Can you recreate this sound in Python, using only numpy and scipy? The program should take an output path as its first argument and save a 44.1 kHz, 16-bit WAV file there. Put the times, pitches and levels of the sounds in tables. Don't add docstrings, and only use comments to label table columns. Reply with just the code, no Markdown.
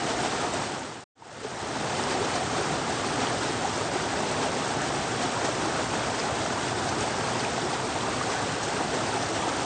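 import sys
import numpy as np
from scipy import signal
from scipy.fft import rfft, irfft, next_fast_len
from scipy.io import wavfile

SR = 44100
rng = np.random.default_rng(int(sys.argv[2]) if len(sys.argv) > 2 else 0)


def log_audio(samples):
    frames = np.atleast_2d(samples).T
    limited = np.clip(frames, -1, 1)
    pcm = np.round(limited * 32767).astype(np.int16)
    wavfile.write(sys.argv[1], SR, pcm)


N = 425565


def gain_of(db):
    return 10 ** (np.asarray(db) / 20)


def unit_rms(x):
    return x / np.sqrt(np.mean(x ** 2) + 1e-20)


def curve(rows):
    return np.interp(np.arange(N) / SR, *np.transpose(rows))


def coloured(x, rows):
    size = next_fast_len(N)
    hz, db = np.transpose(rows)
    shape_db = np.interp(np.log(np.fft.rfftfreq(size, 1 / SR) + 1), np.log(hz), db)
    return unit_rms(irfft(rfft(x, size) * gain_of(shape_db), size)[:N])


def wander(rate_hz):
    size = next_fast_len(N)
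    ratio = np.fft.rfftfreq(size, 1 / SR) / rate_hz
    spectrum = rfft(rng.standard_normal(size)) * ratio / (1 + ratio ** 3)
    return unit_rms(irfft(spectrum, size)[:N])


def add(mix, start_s, sound):
    part = mix[max(round(start_s * SR), 0):][:len(sound)]
    part += sound[:len(part)]


def bubble(hz, cycles, rise):
    age = np.arange(int(5 * cycles / hz * SR)) * hz / (SR * cycles)
    turns = cycles * (age + rise * age ** 2 / 2)
    return np.sin(2 * np.pi * turns) * np.exp(-age) * (1 - np.exp(-2 * turns))


def swarm(low_hz, high_hz, per_s, cycles, rise, spread_db, sizes=40):
    out = np.zeros(N)
    per_size = int(per_s * N / SR / sizes)
    for hz in np.geomspace(low_hz, high_hz, sizes):
        when, strength = rng.random((2 ** 13, 2))[:per_size].T
        gains = gain_of(spread_db * np.minimum(-np.log(1 - strength), 4))
        signs = (-1) ** np.arange(len(gains))
        births = np.bincount((when * N).astype(int), gains * signs, N)
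        ring = bubble(hz, cycles * 2 ** rng.uniform(-0.52, 0.56), rise)
        out += np.sqrt(hz) * unit_rms(signal.oaconvolve(births, ring)[:N])
    return unit_rms(out)


# frequency in Hz, relative level in dB.
PLUNGE_SPECTRUM = [(90, -31.5), (190, -7), (255, 0.74), (310, -1), (390, 0.5), (480, -2), (570, -3),
                   (740, 0.5), (890, -2), (1020, -5), (1270, -5.5), (1600, -11.5), (2100, -17), (9000, -45)]


def plunge(flow_db, roar_db=4.5, churn_db=-0.3, level_db=-29.0):
    gurgle = swarm(179.5, 3205, per_s=2500, cycles=5.55, rise=0.0888, spread_db=2.0)
    roar = gain_of(roar_db) * rng.standard_normal(N)
    water = coloured(gurgle + roar, PLUNGE_SPECTRUM)
    churn = gain_of(churn_db * wander(rate_hz=26))
    return unit_rms(water * churn) * gain_of(level_db + flow_db)


# time in seconds, level offset in dB.
FLOW_DRIFT = [(0, 1.65), (2.3, 0.5), (2.85, -0.2), (3.15, 0.7), (3.8, -0.15), (4.3, 0.5), (5.05, 0),
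              (5.7, 0.5), (6.6, 0), (7.4, 0.5), (7.85, -1), (8.3, 0.8), (8.6, -0.2), (9.4, 0.7),
              (9.65, -0.2)]
# centre in seconds, level offset in dB (negative for a lull), length in seconds.
FLOW_SURGES = [(0.25, 1.5, 0.073), (0.515, -3.5, 0.084), (2.113, 1, 0.066), (2.368, 2, 0.095),
               (2.494, -1, .09), (2.588, 1, 0.18), (3.225, 2.4, 0.12), (3.44, 1, 0.06), (3.65, 0, 0.085),
               (3.904, -2, 0.056), (4.447, 0.5, 0.11), (5.23, 2.5, .1), (5.455, 2.5, 0.072),
               (5.88, -2, 0.098), (5.953, 1.5, .07), (7.03, 1, .11), (7.728, 1.5, .08), (8.55, -1.5, 0.089),
               (8.865, -1.5, 0.076), (8.936, 1, 0.082)]


def flow(ripple_db=0.23, ripple_hz=8.3):
    flow_db = curve(FLOW_DRIFT) + ripple_db * wander(ripple_hz)
    for centre_s, db, length_s in FLOW_SURGES:
        add(flow_db, centre_s - length_s / 2, db * np.hanning(round(length_s * SR)))
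    return flow_db


# frequency in Hz, relative level in dB.
SPRAY_SPECTRUM = [(600, -23), (1500, 6), (2300, 1), (3300, 1), (4400, -0.5), (5600, -1), (7000, -2.5),
                  (8800, -4), (9500, -33.5)]


def spray(flow_db, hiss_db=3.0, drops_db=-1.8, plink_db=-7.0, burst_db=0.56, clump_db=2.0,
          level_db=-34.0):
    fizz = swarm(1205, 9470, per_s=6500, cycles=6.0, rise=0.019, spread_db=0.5)
    plinks = swarm(1500, 8500, per_s=360, cycles=36, rise=0.034, spread_db=2.0)
    impacts = rng.standard_normal(N) * (rng.random(N) < 2600 / SR)
    drops = unit_rms(impacts * gain_of(clump_db * wander(rate_hz=45)))
    hiss = gain_of(hiss_db) * rng.standard_normal(N)
    water = fizz + gain_of(plink_db) * plinks + gain_of(drops_db) * drops + hiss
    bursts = gain_of(burst_db * wander(rate_hz=7.3))
    return unit_rms(coloured(water, SPRAY_SPECTRUM) * bursts) * gain_of(level_db + flow_db)


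# start in seconds, relative level in dB, pitch in Hz.
GULP_BUBBLES = [(0.055, -24, 760), (0.248, -18, 697), (0.447, -19, 705), (1.222, -11, 880),
                (1.447, -11, 415), (1.994, -18, 810), (2.099, -22, 360), (2.349, -22, 679.5),
                (2.359, -25, 374), (2.409, -18, 726), (2.579, -21, 336), (2.6, -18.5, 412),
                (2.721, -22, 152), (2.925, -23, 336), (3.492, -20, 403), (3.958, -17, 356),
                (3.962, -18, 735), (4.445, -20.5, 750), (4.943, -20, 805), (5.414, -21, 710),
                (5.487, -19, 580), (5.794, -21, 594), (6.296, -20, 565), (6.718, -18.5, 700),
                (7.013, -24, 750), (7.069, -22, 744), (7.731, -17.5, 730), (7.959, -22, 860),
                (8.212, -17, 1170), (8.627, -20, 790), (8.805, -23, 770), (8.808, -25, 900),
                (8.94, -21, 474), (9.168, -21, 790)]


def gulps(level_db=0.5):
    out = np.zeros(N)
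    for start_s, db, hz in GULP_BUBBLES:
        add(out, start_s, gain_of(db + level_db) * bubble(hz, cycles=0.17 * np.sqrt(hz), rise=0.029))
    return out


# start in seconds, peak in dB, first and last pitch in Hz, length in seconds.
GLUG_POCKETS = [(2.191, -26.5, 363, 440, .05), (2.684, -31, 720, 820, 0.038), (3.597, -28, 695, 800, .045),
                (4.378, -37, 210, 340, .035), (4.955, -29, 785, 870, 0.053), (6.238, -34, 774, 870, .035),
                (6.433, -27.5, 599, 710, 0.045), (6.957, -28, 252, 505, .052),
                (8.269, -29, 335, 430, 0.035)]


def glugs():
    out = np.zeros(N)
    for start_s, db, first_hz, last_hz, length_s in GLUG_POCKETS:
        progress = np.linspace(0, 1, int(length_s * SR))
        turns = np.cumsum(first_hz * (last_hz / first_hz) ** progress) / SR
        swell = np.sin(np.pi * progress)
        add(out, start_s, gain_of(db) * swell * np.sin(2 * np.pi * turns))
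    return out


# centre in seconds, relative level in dB, first and last pitch in Hz, length in seconds.
SLOSH_RUNS = [(1.86, -34.5, 554, 620, .07), (1.91, -31, 775, 887, .045), (2.118, -33, 300, 235, .04),
              (3.659, -31.5, 610, 1040, 0.062), (4.46, -31, 804, 600, 0.066),
              (4.817, -36, 1501, 1470, 0.076), (5.37, -31.5, 900, 960, 0.049), (5.642, -35, 330, 308, .12),
              (5.768, -35, 1592, 1100, 0.098), (6.297, -34.5, 744, 504, .06), (7.061, -37, 716, 860, 0.07),
              (7.457, -31.5, 855, 706, .07), (7.641, -31, 337.8, 370, .08), (8.06, -42, 920, 886, 0.043),
              (8.214, -37.5, 1700, 1370, 0.03), (8.355, -39, 1850, 1500, .1), (8.428, -40, 1260, 1450, 0.1),
              (8.79, -35.5, 1400, 1150, 0.076), (8.962, -37, 480, 380, .06), (9.325, -35, 358, 290, 0.075),
              (9.44, -35, 1010, 1026, 0.084)]


def sloshes(level_db=-1.5, cycles=8.21, scatter=0.11, count=14):
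    out = np.zeros(N)
    for centre_s, db, first_hz, last_hz, length_s in SLOSH_RUNS:
        run = np.zeros(SR // 2)
        places = (np.arange(count) + rng.random(count)) / count
        for place, detune in zip(places, rng.standard_normal(count)):
            hz = first_hz * (last_hz / first_hz) ** place * np.exp(scatter * detune)
            add(run, place * length_s, np.sin(np.pi * place) * bubble(hz, cycles, rise=0.035))
        run_rms = np.sqrt(np.sum(run ** 2) / (length_s * SR))
        start_s = centre_s - length_s / 2 - cycles / (2 * first_hz)
        add(out, start_s, gain_of(db + level_db) * run / run_rms)
    return out


# start in seconds, level in dB, pitch in Hz, decay in cycles.
NEAR_DROPS = [(0.537, -18, 7600, 4), (2.038, -15, 5300, 3.5), (3.27, -17, 3100, 3.3),
              (3.777, -22, 6350, 6.5), (4.818, -17, 7288, 3), (5.45, -21, 5850, 6), (5.456, -22, 7050, 5),
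              (6.195, -23, 4800, 4), (6.2, -22, 4960, 9), (7.009, -14, 6500, 2.4), (7.333, -23, 8550, 6),
              (7.403, -23, 4500, 4.01), (7.449, -18.5, 2450, 5.2), (8.012, -19, 3500, 1.6),
              (9.233, -22, 4850, 5)]


def ticks(droplet_db=-11.0, mean_flight_s=0.011, scatter=0.2, count=4):
    out = np.zeros(N)
    for start_s, db, hz, cycles in NEAR_DROPS:
        add(out, start_s, gain_of(db) * bubble(hz, cycles, rise=0))
        for flight_s, detune in zip(rng.exponential(mean_flight_s, count), rng.standard_normal(count)):
            droplet = bubble(hz * np.exp(scatter * detune), cycles, rise=0)
            add(out, start_s + flight_s, gain_of(db + droplet_db) * droplet)
    return out


# start in seconds, relative level in dB, band frequency in Hz, decay in seconds.
SPRAY_SLAPS = [(0.792, -32, 6860, .006), (2.354, -31, 4500, 0.011), (5.445, -35, 6000, 0.02),
               (6.19, -36, 4866, 0.012), (6.888, -32, 4990, .012), (7.393, -31, 4000, .012),
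               (8.006, -32, 3100, .008), (8.628, -33, 6000, 0.023), (9.224, -35, 5000, .01)]


def slaps(level_db=0.5):
    out = np.zeros(N)
    for start_s, db, hz, decay_s in SPRAY_SLAPS:
        age = np.arange(int(4 * decay_s * SR)) / (decay_s * SR)
        band = signal.butter(2, [hz * 0.86, hz * 1.3], "band", fs=SR, output="sos")
        puff = unit_rms(signal.sosfilt(band, rng.standard_normal(SR)))[:len(age)]
        envelope = np.exp(-age) * (1 - np.exp(-10 * age))
        add(out, start_s, gain_of(db + level_db) * puff * envelope)
    return out


# frequency in Hz, relative level in dB.
POOL_SPECTRUM = [(10, -34.5), (25, -26.5), (40, -23.5), (62, -8), (85, -4.5), (115, 1), (150, 0), (185, -4),
                 (260, -11.5), (500, -51.5)]


def pool(lump_db=1.0, level_db=-38.0):
    rumble = coloured(rng.standard_normal(N), POOL_SPECTRUM)
    lumps = gain_of(lump_db * wander(rate_hz=11))
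    return gain_of(level_db) * unit_rms(rumble * lumps)


def scene():
    flow_db = flow()
    rush = pool() + plunge(flow_db) + spray(flow_db)
    return (rush + gulps() + glugs() + slaps() + sloshes() + ticks())[None]


# time in seconds, gain from 0 to 1.
FADE_GAIN = [(.55, 0.77), (.8, 0.4), (1.035, 0.14), (1.042, 0), (1.152, 0), (1.6, 0.43), (2.0, 0.86)]


def record(dry, cutoff_hz=9350):
    lowpass = signal.firwin(511, cutoff_hz, window=("kaiser", 9), fs=SR)
    return signal.oaconvolve(dry * curve(FADE_GAIN), lowpass[None], "same")


dry = scene()
out = record(dry)
log_audio(out)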